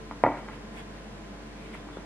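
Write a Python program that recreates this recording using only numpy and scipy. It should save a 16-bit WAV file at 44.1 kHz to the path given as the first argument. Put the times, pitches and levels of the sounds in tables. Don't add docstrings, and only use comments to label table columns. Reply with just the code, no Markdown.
import sys
import numpy as np
from scipy import signal
from scipy.fft import rfft, irfft
from scipy.io import wavfile
from scipy.ndimage import uniform_filter1d, map_coordinates

SR = 44100
rng = np.random.default_rng(int(sys.argv[2]) if len(sys.argv) > 2 else 0)


def transcribe(signal):
    frames = np.atleast_2d(signal).T
    limited = np.clip(frames, -1, 1)
    pcm = np.round(limited * 32767).astype(np.int16)
    wavfile.write(sys.argv[1], SR, pcm)


N = 90404

# frequency in Hz, relative strength in dB per Hz.
AIR_SHARED = [(20, -18), (60, -20), (96, -10.5), (203, -6), (249, -17.5), (442, -9.5), (675, -16.5),
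              (1030, -18.5), (1180, -20.5), (1600, -19), (3430, -30.5), (5000, -35.5), (8000, -40.5),
              (10500, -46), (12000, -51), (13500, -77)]
# frequency in Hz, relative strength in dB per Hz.
AIR_DIFFERENCE = [(60, -31), (95, -16.5), (187, -9), (473, -10), (1100, -13), (2100, -16.5), (3430, -20.5),
                  (5000, -24), (8000, -29.5), (11000, -35), (13000, -38), (15000, -48)]
AIR_SHARED_DB, AIR_DIFFERENCE_DB = -47.5, -51
AIR_FLICKER_DB, AIR_FLICKER_PER_S = 0.8, 8

# multiple of MOTOR_HZ, level in dB rms before any wavering.
MOTOR_HARMONICS = [(1, -49), (2, -63), (3, -59), (6, -64.5), (8, -65.5), (9, -60.5), (13, -63.5),
                   (14, -62.5), (16, -78), (17, -67), (20, -77), (21, -62)]
MOTOR_HZ = 48.86
MOTOR_WAVER_DB, MOTOR_WAVER_PER_S = 7, 4.1
# centre in Hz, width of one filter pass in Hz, level in dB rms.
DRONE_BANDS = [(210.9, 31.7, -50.5), (291.3, 4.9, -54.5), (319.3, 44, -56.5)]

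# middle in seconds, length in seconds, level in dB,
# centre in Hz, width of one filter pass in Hz.
HAND_BRUSHES = [(0.384, 0.03, -52.5, 1950, 1190), (0.54, 0.043, -53.5, 2360, 1990),
                (0.783, 0.073, -48, 2020, 1080), (0.787, 0.095, -50, 780, 704),
                (0.792, .07, -57.5, 3300, 400), (0.792, .025, -65, 4850, 500),
                (0.97, 0.11, -60.5, 2170, 2000), (1.25, 0.042, -62, 2650, 2000),
                (1.574, 0.037, -62, 2000, 350), (1.653, 0.15, -55, 2280, 600),
                (1.658, 0.083, -59, 3100, 1200), (1.749, 0.026, -46, 2120, 700),
                (1.793, .06, -62, 3450, 500), (1.753, 0.082, -54, 2540, 2200),
                (1.952, 0.078, -58, 3460, 220)]
BRUSH_GRAIN_DB, BRUSH_GRAIN_PER_S = 5.5, 500
BRUSH_AIR_DB = -15

# delay in seconds, level in dB at the centre,
# centre in Hz, width in Hz.
FIRST_ECHOES = [(.0018, 1.5, 830, 260), (.0040, -6, 810, 458), (.0112, 4.5, 920, 400),
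                (.0195, -14.5, 1090, 900), (0.0357, -2.5, 610, 606), (.0400, -16, 403, 400),
                (.0475, -5.5, 900, 795), (.0555, -2.5, 905, 201), (.0655, -14, 900, 600),
                (0.0734, -15, 580, 606), (.0850, -13, 790, 398), (.0895, -15.5, 590, 498)]
ROOM_TREBLE_HZ = 3360
ROOM_DB, ROOM_T60_S, ROOM_BUILD_S = -1, 0.43, 0.03
ROOM_BRIGHT_DB, ROOM_BRIGHT_HZ = 7.5, 1370
ROOM_BRIGHT_T60_S, ROOM_BRIGHT_BUILD_S = 0.54, 0.003
ROOM_CLUMP_DB, ROOM_CLUMPS_PER_S = 5, 242.5
ROOM_SIDE_DB, SIDE_FROM_HZ = -11.5, 970

# time in seconds, level in dB before direction and filtering, pitch of the blow in Hz,
# length in cycles, direction of the push (near +1 or -1, also scales it), share sent to the room in dB.
PIN_KNOCKS = [(0.1124, -25, 990, 0.79, 0.78, -13.5), (0.122, -36, 1000, 0.83, -0.75, -13),
              (0.2387, -1.5, 748, 0.39, 0.91, -7), (0.2654, -7, 620, .4, 1, -14),
              (0.3717, -34.5, 1300, 0.64, 0.81, -3.5), (0.4824, -29.5, 420, 0.27, -0.97, -4.5),
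              (.4870, -29.5, 1300, 0.35, -0.88, -6), (1.7197, -43, 1900, .8, -0.87, -9),
              (1.7518, -34, 1060, 0.5, -0.92, -11.5), (1.889, -38, 1090, 0.77, -1.16, -9),
              (1.9715, -24, 595, 0.24, -0.94, -8.5), (1.9728, -31, 324, 0.21, 0.65, -14)]
# frequency in Hz, starting level in dB before filtering,
# time to fade by 60 dB in seconds.
WOOD_RING = [(114.5, -36.5, 0.11), (135.3, -29, 0.098), (220, -60, 0.089), (296, -28, 0.27),
             (503, -38, 0.21), (938.3, -31, 0.23), (1215, -23.5, 0.055), (1405, -12, 0.017),
             (1615, -16.5, 0.012), (1965, -10.5, 0.017), (2240, -8.5, 0.018), (2574, -14.5, 0.011),
             (3040, -14, 0.028), (4300, -28, .005)]
CONTACT_CYCLES = 0.15
CONTACT_LEAD_CYCLES = 0.609
SNAP_DB, SNAP_HZ, SNAP_S = -43, 2950, 0.0037
TABLE_LOW_HZ, TABLE_HIGH_HZ = 102.4, 3940

RIGHT_LATE_S = 0.000025
TOP_HZ = 15000


def undb(db):
    return 10 ** (np.asarray(db) / 20)


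def level(x, db):
    return x * undb(db) / np.sqrt(np.mean(x ** 2))


def peak(x, hz, width):
    return signal.lfilter(*signal.iirpeak(hz, hz / width, fs=SR), x)


def peak_twice(x, hz, width):
    return peak(peak(x, hz, width), hz, width)


def high_pass(x, hz):
    return signal.lfilter(*signal.butter(2, hz, "high", fs=SR), x)


def walk(rate):
    hold = int(SR / rate)
    steps = np.repeat(rng.standard_normal(N // hold + 1), hold)
    smooth = uniform_filter1d(uniform_filter1d(steps, hold), hold)
    return 0.38 * smooth[:N]


def late(x, s):
    return map_coordinates(x, [np.arange(N) - s * SR], order=1)


def stereo(mid, side):
    return np.array([mid + side, mid - side])


def air(table, db):
    hz = np.fft.rfftfreq(N, 1 / SR)[1:]
    at, dbs = np.array(table).T
    shape = undb(np.interp(np.log(hz), np.log(at), dbs))
    spectrum = np.r_[0, shape] * rfft(rng.standard_normal(N))
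    octave = np.r_[-9, np.log2(hz / 60)]
    noise = 0
    for k in range(-2, 9):
        share = np.clip(1 - abs(octave - k), 0, 1)
        flicker = undb(AIR_FLICKER_DB * walk(AIR_FLICKER_PER_S))
        noise = noise + irfft(spectrum * share, N) * flicker
    return level(noise, db)


def fridge():
    t = np.arange(N) / SR
    hum = 0
    for k, db in MOTOR_HARMONICS:
        waver = (k > 1) * MOTOR_WAVER_DB * walk(MOTOR_WAVER_PER_S)
        turns = k * MOTOR_HZ * t + rng.random()
        hum = hum + np.sqrt(2) * undb(db + waver) * np.sin(2 * np.pi * turns)
    for hz, width, db in DRONE_BANDS:
        hum = hum + level(peak_twice(rng.standard_normal(N), hz, width), db)
    return hum


def brushes():
    t, out = np.arange(N) / SR, 0
    for s, length, db, hz, width in HAND_BRUSHES:
        grain = undb(BRUSH_GRAIN_DB * walk(BRUSH_GRAIN_PER_S))
        raw = rng.standard_normal((2, N)) * grain
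        body = level(peak_twice(raw, hz, width), 0)
        airy = level(peak(peak_twice(raw, 8600, 6600), 5100, 5000), BRUSH_AIR_DB)
        swell = np.exp(-((t - s) / length * 2) ** 2)
        out = out + undb(db) * (body + airy) * swell
    return out


def room_tail(x, t60, build):
    t = np.arange(SR // 2) / SR
    clumps = x[1]
    fade = np.minimum(t / build, 1) * undb(-60 * t / t60)
    echoes = level(rng.standard_normal(len(t)) * clumps * fade, ROOM_DB) / np.sqrt(len(t))
    return signal.fftconvolve(x[0], echoes)[:N]


def room(x):
    x = signal.lfilter(*signal.butter(2, ROOM_TREBLE_HZ, fs=SR), x)
    upper = undb(ROOM_BRIGHT_DB) * high_pass(x, ROOM_BRIGHT_HZ)
    clumps = undb(ROOM_CLUMP_DB * walk(ROOM_CLUMPS_PER_S)[:SR // 2])

    def whole_tail():
        full = room_tail((x, clumps), ROOM_T60_S, ROOM_BUILD_S)
        return full + room_tail((upper, clumps), ROOM_BRIGHT_T60_S, ROOM_BRIGHT_BUILD_S)

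    mid, side = whole_tail(), whole_tail()
    for s, db, hz, width in FIRST_ECHOES:
        mid = mid + undb(db) * peak(late(x, s), hz, width)
    return mid, undb(ROOM_SIDE_DB) * high_pass(side, SIDE_FROM_HZ)


def knocks():
    t, blows, push = np.arange(N) / SR, 0, 0
    grit = level(peak_twice(rng.standard_normal(N), SNAP_HZ, SNAP_HZ), 0)
    for s, db, hz, cycles, direction, room_db in PIN_KNOCKS:
        turn = (t - s) * hz
        size = direction * undb([[db], [db + room_db]])
        blow = np.exp(-(turn / cycles) ** 2) * np.cos(2 * np.pi * turn)
        since = t - s + CONTACT_LEAD_CYCLES / hz
        snap = undb(SNAP_DB) * grit * (since > 0) * np.exp(-abs(since) / SNAP_S)
        blows = blows + size * (blow + snap)
        contact = np.exp(-((turn + CONTACT_LEAD_CYCLES) / CONTACT_CYCLES) ** 2)
        push = push - size * contact * hz / CONTACT_CYCLES / SR
    t = t[:SR // 2]
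    ring = sum(undb(db - 60 * t / t60) * np.sin(2 * np.pi * hz * t) for hz, db, t60 in WOOD_RING)
    sound = blows + signal.fftconvolve(push, ring[None], axes=1)[:, :N]
    table_range = signal.butter(4, [TABLE_LOW_HZ, TABLE_HIGH_HZ], "band", fs=SR, output="sos")
    return signal.sosfilt(table_range, sound)


def scene():
    hit, sent = knocks()
    mid, side = room(sent)
    near = hit + mid
    both_ports = np.array([near, late(near, RIGHT_LATE_S)])
    around = stereo(air(AIR_SHARED, AIR_SHARED_DB), side + air(AIR_DIFFERENCE, AIR_DIFFERENCE_DB))
    return both_ports + fridge() + brushes() + around


def record(dry):
    return signal.sosfilt(signal.ellip(8, 0.2, 70, TOP_HZ, fs=SR, output="sos"), dry)


dry = scene()
out = record(dry)
transcribe(out)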